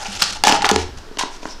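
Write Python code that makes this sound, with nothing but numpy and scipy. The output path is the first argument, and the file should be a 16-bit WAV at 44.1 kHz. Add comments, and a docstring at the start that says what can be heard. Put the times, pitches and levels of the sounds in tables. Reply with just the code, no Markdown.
"""Cat wrestling a cardboard tube

A cat plays with an empty tube on a tile floor beside a door, in a small hard room; a small microphone is near.
Knocks are noise cracks and snaps that set the tube's modes ringing; blows ring door modes and thuds.
Claws and teeth scuff the card: dense friction grains, bright off its surface and hollow through the tube.
Room hiss, a slow rumble and the body's bass shuffle lie beneath; the hardest knocks overload the microphone.
"""
import sys
import numpy as np
from scipy import signal
from scipy.fft import rfft, irfft, next_fast_len
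from scipy.io import wavfile

SR = 44100
rng = np.random.default_rng(int(sys.argv[2]) if len(sys.argv) > 2 else 0)


def bounce(signal):
    """Save signal as a 16-bit WAV file at the path given by the first command-line argument."""
    frames = np.transpose(np.atleast_2d(signal))
    limited = np.clip(frames, -1, 1)
    pcm = np.round(limited * 32767).astype(np.int16)
    wavfile.write(sys.argv[1], SR, pcm)


def voltage_ratio(decibels):
    """Convert decibels (scalar or array-like) to amplitude ratios, 20 dB per decade."""
    exponent = np.asarray(decibels, float) / 20
    return 10 ** exponent


N = 70560  # samples, 1.6 s

# modes of the unsqueezed tube: f/Hz, level/dB, t60/s
TUBE_MODES = [(755, -9, 0.021), (827.6, -3, 0.03), (958, -6, 0.017), (1230, -14, 0.023), (1400, -5, 0.013),
              (1694, -15.5, 0.044)]

DULL_HZ = 2600  # soft card passes little treble into the ring; the door gets the same edge
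SCUFF_CUT_HZ = 9500  # treble edge of the scuffed surface and of the snaps
LUMP_DB = 2  # spread of the slow level changes in rumble and shuffle


def rms_one(x):
    """Scale to rms 1."""
    return x / np.sqrt(np.mean(x ** 2) + 1e-20)


def at_hz(points, hz):
    """Read a spectrum in dB along a log frequency axis."""
    point_hz, point_db = np.transpose(points)
    return np.interp(np.log(hz), np.log(point_hz), point_db)


def cut(x, hz, kind):
    """Second-order Butterworth edge."""
    return signal.sosfilt(signal.butter(2, min(hz, .45 * SR), kind, fs=SR, output="sos"), x)


def band_noise(order, low_hz, high_hz):
    """Band-limited noise of rms 1; the first second, where the filter settles, is thrown away."""
    band = signal.butter(order, [low_hz, high_hz], "band", fs=SR, output="sos")
    return rms_one(signal.sosfilt(band, rng.standard_normal(N + SR))[SR:])


def drift(rate_hz):
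    """Slow random wander of rms 1: noise through two equal one-pole low-passes."""
    r = np.exp(-2 * np.pi * rate_hz / SR)
    return rms_one(signal.lfilter([1], [1, -2 * r, r * r], rng.standard_normal(N + SR))[SR:])


def ring(clicks, hz, t60):
    """A decaying mode: a unit click starts a sine of height 1 that falls 60 dB in t60."""
    r = voltage_ratio(-60 / (t60 * SR))
    w = 2 * np.pi * hz / SR
    return signal.lfilter([0, np.sin(w)], [1, -2 * r * np.cos(w), r * r], clicks + 1e-18)


def strike(s, db, count, spread_db):
    """Blows as clicks, one row per mode; each mode takes each blow with its own chance strength."""
    clicks = np.zeros((count, N))
    levels_db = db[:, None] + spread_db * rng.standard_normal((len(s), count))
    clicks[:, (s * SR).astype(int)] = voltage_ratio(levels_db).T
    return clicks


def background():
    """Room hiss is noise shaped in frequency; the slow rumble is deep band noise of wandering level."""
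    # hiss spectrum, before its overall level is set: f/Hz, level/dB
    hiss_spectrum = [(60, 9), (130, -10), (220, 4.5), (420, 4), (600, -2), (850, 0.5), (1500, -0.5),
                     (2130, -8.5), (5300, -8), (9000, -22), (16000, -33)]
    hiss_db, rumble_db = -41.5, -36
    hz = np.maximum(np.arange(N // 2 + 1) * SR / N, 1)
    shaped = rfft(rng.standard_normal(N)) * voltage_ratio(at_hz(hiss_spectrum, hz))
    hiss = voltage_ratio(hiss_db) * rms_one(irfft(shaped, N))
    rumble = band_noise(3, 6, 19.2) * voltage_ratio(rumble_db + LUMP_DB * drift(11))
    return hiss + rumble


def shuffle():
    """The body shifting on the floor: bass noise with a lumpy level."""
    # course of the shuffle, ahead of the lumps: t/s, level/dB
    shuffle_course = [(0, -46.5), (0.949, -39), (1.6, -86)]
    level_db = np.interp(np.arange(N) / SR, *np.transpose(shuffle_course))
    return band_noise(2, 30, 110) * voltage_ratio(level_db + LUMP_DB * drift(33))


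def boom():
    """The hardest blow leaves a low boom: two close modes beat, then go on weaker after one beat."""
    # the boom: t/s, level/dB, f/Hz, beat rate/Hz, t60/s
    boom_mode = (.712, -19, 82, 5, 1.2)
    start, db, hz, beat_hz, t60 = boom_mode
    t = np.clip(np.arange(N) / SR - start, 0, None)
    beat = np.sin(np.pi * beat_hz * t) * np.where(t * beat_hz < 1, 1, .3)
    return voltage_ratio(db - 60 * t / t60) * beat * np.sin(2 * np.pi * hz * t)


def struck_modes(s, db, modes):
    """A struck body: the sum of its decaying modes, with a small chance spread in each blow."""
    clicks = strike(s, db, len(modes), 1.5)
    return sum(voltage_ratio(mode_db) * ring(row, hz, t60) for row, (hz, mode_db, t60) in zip(clicks, modes))


def door():
    """Heavy blows on door and tile thud and ring the panel; kicks low down sound its deep mode."""
    # heavy blows: t/s, door panel level/dB, dull thud level/dB
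    heavy_blows = [(.438, -23, -16.5), (.472, -20.5, -16.5), (.497, -47, -8.5), (0.524, -18.5, -7.5),
                   (0.642, -21.5, -21), (0.7149, -11.5, -30), (.761, -10, -44), (1.081, -41, -47),
                   (1.113, -33.5, -38), (1.173, -34.5, -23), (1.236, -27, -18), (1.43, -37, -27),
                   (1.455, -32.5, -18.5)]
    # modes of the door panel: f/Hz, level/dB, t60/s
    panel_modes = [(286.2, -14.5, 0.34), (385, -1, 0.08), (428.7, -0.5, 0.13)]
    # modes of the thud: f/Hz, level/dB, t60/s
    thud_modes = [(309, -5.5, 0.052), (630, 4, 0.013)]
    # kicks low on the door, with 1 dB of chance spread to come: t/s, level/dB
    low_kicks = [(.083, -28), (0.311, -37), (.47, -20), (0.598, -26.5), (0.713, -14)]
    deep_hz, deep_t60_s = 200.6, 0.26

    s, panel_db, thud_db = np.transpose(heavy_blows)
    panel = struck_modes(s, panel_db, panel_modes)
    thud = struck_modes(s, thud_db, thud_modes)
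    kick_s, kick_db = np.transpose(low_kicks)
    deep = ring(strike(kick_s, kick_db, 1, 1)[0], deep_hz, deep_t60_s)
    return cut(cut(panel + thud + deep, 158, "high"), DULL_HZ, "low")


def tube(force):
    """The hollow tube's modes, each driven by its row of force; they ring higher once squeezed."""
    # the tube gripped and squeezed: from t/s, pitch ratio
    squeeze_change = (1.1, 1.15)
    squeeze_s, pitch_ratio = squeeze_change
    late = np.arange(N) >= squeeze_s * SR
    out = 0
    for row, (hz, db, t60) in zip(force, TUBE_MODES):
        mode = ring(row * ~late, hz, t60) + ring(row * late, hz * pitch_ratio, t60)
        out = out + (-1) ** (hz > 900) * voltage_ratio(db) * mode  # upper modes sound in opposite phase
    return cut(cut(out, 290, "high"), DULL_HZ, "low")


def stroke(s, length):
    """Pressure of one scuff: a smooth rise, a hold and a quick exponential fall."""
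    rise_share, fall_s = 0.31, 0.0061  # rise as a share of the length; fall time constant
    t = np.arange(N) / SR
    rise = np.clip((t - s) / (rise_share * length), 0, 1)
    return rise * rise * (3 - 2 * rise) * np.exp(-np.maximum(t - s - length, 0) / fall_s)


def scuffs():
    """Friction grains ring short off the card, hollow in the tube, or at one pitch where claws catch."""
    # scuffs of claws and card: start t/s, length/s, surface level/dB, tube ring level/dB
    scuff_list = [(-.01, 0.047, -32, -30.5), (0.043, 0.025, -30, -30.5), (0.067, 0.057, -35.5, -55),
                  (0.113, 0.062, -29.5, -36.5), (0.183, 0.058, -23.5, -68), (.217, 0.011, -16.5, -21.5),
                  (0.244, 0.032, -32.5, -61), (0.276, 0.034, -28, -38), (0.322, 0.012, -25, -69),
                  (0.345, 0.025, -32.5, -34.5), (0.444, 0.012, -17, -13), (0.461, 0.04, -17.5, -14.5),
                  (0.508, 0.0575, -24, -20), (0.621, 0.0074, -28, -20), (0.647, 0.016, -20.5, -15.5),
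                  (0.692, 0.011, -20.5, -12), (0.766, 0.065, -32, -62), (0.968, 0.022, -40.5, -47),
                  (1.184, 0.017, -21, -23), (1.205, 0.024, -27, -28), (1.3, 0.067, -41.5, -49),
                  (1.41, 0.063, -41.5, -44.5), (1.461, 0.065, -42.5, -49)]
    # surface colour ahead of its treble cut: f/Hz, relative level per Hz/dB
    surface_spectrum = [(1200, 1), (2100, -13.5), (2700, -1), (4000, -3.5), (6000, 1), (8000, -10),
                        (11000, -10.5), (15500, -23)]
    # claws that catch and rub at one pitch: start t/s, length/s, level/dB, f/Hz
    rub_list = [(0.056, 0.0086, -28, 2750), (0.439, 0.013, -17.5, 3520), (1.482, 0.05, -39, 5520)]
    grains_per_s, grain_spread_db = 8500, 1.5
    grain_cycles, rub_cycles = 15.9, 8.9  # t60 of each resonator, in cycles of its pitch
    clump_db = 3.5  # spread of the clumps under full pressure

    sizes = voltage_ratio(grain_spread_db * np.minimum(rng.exponential(1, N), 5)) * rng.choice([-1, 1], N)
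    grains = sizes * (rng.random(N) < grains_per_s / SR)

    # each grain is dealt one of 24 pitches
    dealt = rng.integers(0, 24, N)
    surface = 0
    for k, hz in enumerate(np.geomspace(1300, 15500, 24)):
        grain_ring = ring(grains * (dealt == k), hz, grain_cycles / hz)
        surface = surface + voltage_ratio(at_hz(surface_spectrum, hz)) * hz * grain_ring
    surface = rms_one(cut(cut(surface, SCUFF_CUT_HZ, "low"), SCUFF_CUT_HZ, "low"))

    bright, hollow = 0, 0
    for s, length, db, tube_db in scuff_list:
        shape = stroke(s, length)
        bright = bright + voltage_ratio(db) * shape
        hollow = hollow + voltage_ratio(tube_db) * shape

    rubs = 0
    for s, length, db, hz in rub_list:
        once = ring(grains, hz, rub_cycles / hz)
        pitched = rms_one(ring(once, hz, rub_cycles / hz))
        rubs = rubs + voltage_ratio(db) * stroke(s, length) * pitched

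    count = len(TUBE_MODES)
    inside = tube([grains * hollow] * count) / np.std(tube([grains] * count))
    crunch = voltage_ratio(clump_db * np.minimum(10 * bright, 1) * drift(150))  # clumps grow with pressure
    return crunch * bright * surface + inside + rubs


def knocks():
    """Card hits a hard surface: a sharp snap and a short noisy crack, then the tube rings."""
    # knocks: t/s, crack peak level/dB, tube ring level/dB, crack f/Hz, snap peak level/dB
    knock_list = [(.220, -33, -12.5, 3500, -27), (0.4376, 5.5, -3, 4080, -2), (.456, -26, -11.5, 7900, -36),
                  (.471, 2.5, 2.5, 4400, -24), (0.481, 5, -36, 3630, -30), (0.495, -2.5, -9, 3640, -34),
                  (.514, -1.5, -5, 4100, -28), (0.5237, 2, -32, 3020, -54), (.6098, -15, -26, 1500, -55),
                  (0.6209, -5.5, -13, 4100, -36), (.6448, 4, -10, 2030, -16), (.656, -3, -15, 3200, -47),
                  (.665, -10.5, -25, 4900, -16), (0.691, 1, -18, 3860, -44), (0.6905, -7, -10, 4400, -2.5),
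                  (.698, -32, -6, 5076, -38), (0.7128, 1.5, -10.5, 4810, -19),
                  (0.7606, -0.5, -6, 3710, -28), (1.1717, -18, -24, 3500, -52),
                  (1.1881, -16.5, -23, 6000, -37), (1.2104, -34, -12, 3500, -46),
                  (1.234, -30, -13, 2600, -40), (1.431, -24, -34, 3000, -54),
                  (1.455, -18.5, -26, 1070, -44)]
    crack_t60_s, snap_t60_s = .009, .0025
    half_band = 2 ** (1.3 / 2)  # the crack's edges lie 1.3 octaves apart

    s, _, tube_db, _, _ = np.transpose(knock_list)
    out = tube(strike(s, tube_db, len(TUBE_MODES), 3))  # 3 dB of chance spread per mode
    t = np.arange(1000) / SR
    for start, crack_db, _, hz, snap_db in knock_list:
        noise = rng.standard_normal(1000)
        crack = cut(noise * voltage_ratio(-60 * t / crack_t60_s), hz / half_band, "high")
        crack = cut(cut(crack, hz * half_band, "low"), hz * half_band, "low")
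        snap = cut(np.sign(noise) * voltage_ratio(-60 * t / snap_t60_s), 1000, "high")
        snap = cut(snap, SCUFF_CUT_HZ, "low")
        i = int(start * SR)
        out[i:i + 1000] += voltage_ratio(crack_db) * crack / np.abs(crack).max()
        out[i:i + 1000] += voltage_ratio(snap_db) * snap / np.abs(snap).max()
    return out


def room(x):
    """Small hard room: twelve feedback delays, duller on every round, smeared by three near-allpasses."""
    t60_s, wall_cut_hz = .36, 13000
    size = next_fast_len(N + SR)
    z = np.exp(-2j * np.pi * np.arange(size // 2 + 1) / size)  # delay of one sample
    dull = np.exp(-2 * np.pi * wall_cut_hz / SR)
    wall = (1 - dull) / (1 - dull * z)
    response = 0
    for k, lag in enumerate((np.geomspace(.011, .037, 12) * SR).astype(int)):
        loop = voltage_ratio(-60 * lag / SR / t60_s) * wall * z ** lag
        response = response + (-1) ** k * loop / (1 - loop)
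    for lag in (59, 131, 233):
        response = response * (z ** lag - .6) / (1 - 0.57 * z ** lag)
    return irfft(rfft(x, size) * response, size)[:N]


def scene():
    """The cat's play, heard direct and off the walls, over boom, shuffle and background."""
    room_db = -17.5
    play = knocks() + scuffs() + door()
    wet = room(cut(cut(play, 251, "high"), 9000, "low"))
    return (play + voltage_ratio(room_db) * wet + boom() + shuffle() + background())[None]


def low_pass(x):
    """Removes everything above the highest recorded frequency."""
    return signal.sosfilt(signal.butter(12, 16550, fs=SR, output="sos"), x)


def record(dry):
    """The small microphone overloads smoothly towards a ceiling, then the top treble is cut steeply."""
    ceiling = 0.91  # of full scale
    squashed = ceiling * dry / (1 + np.abs(dry / ceiling) ** 4) ** .25
    treble_cut = signal.cheby2(12, 60, 16400, fs=SR, output="sos")  # 60 dB down from 16400 Hz up
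    mix = signal.sosfilt(treble_cut, squashed)
    return low_pass(mix)


dry = scene()
out = record(dry)
bounce(out)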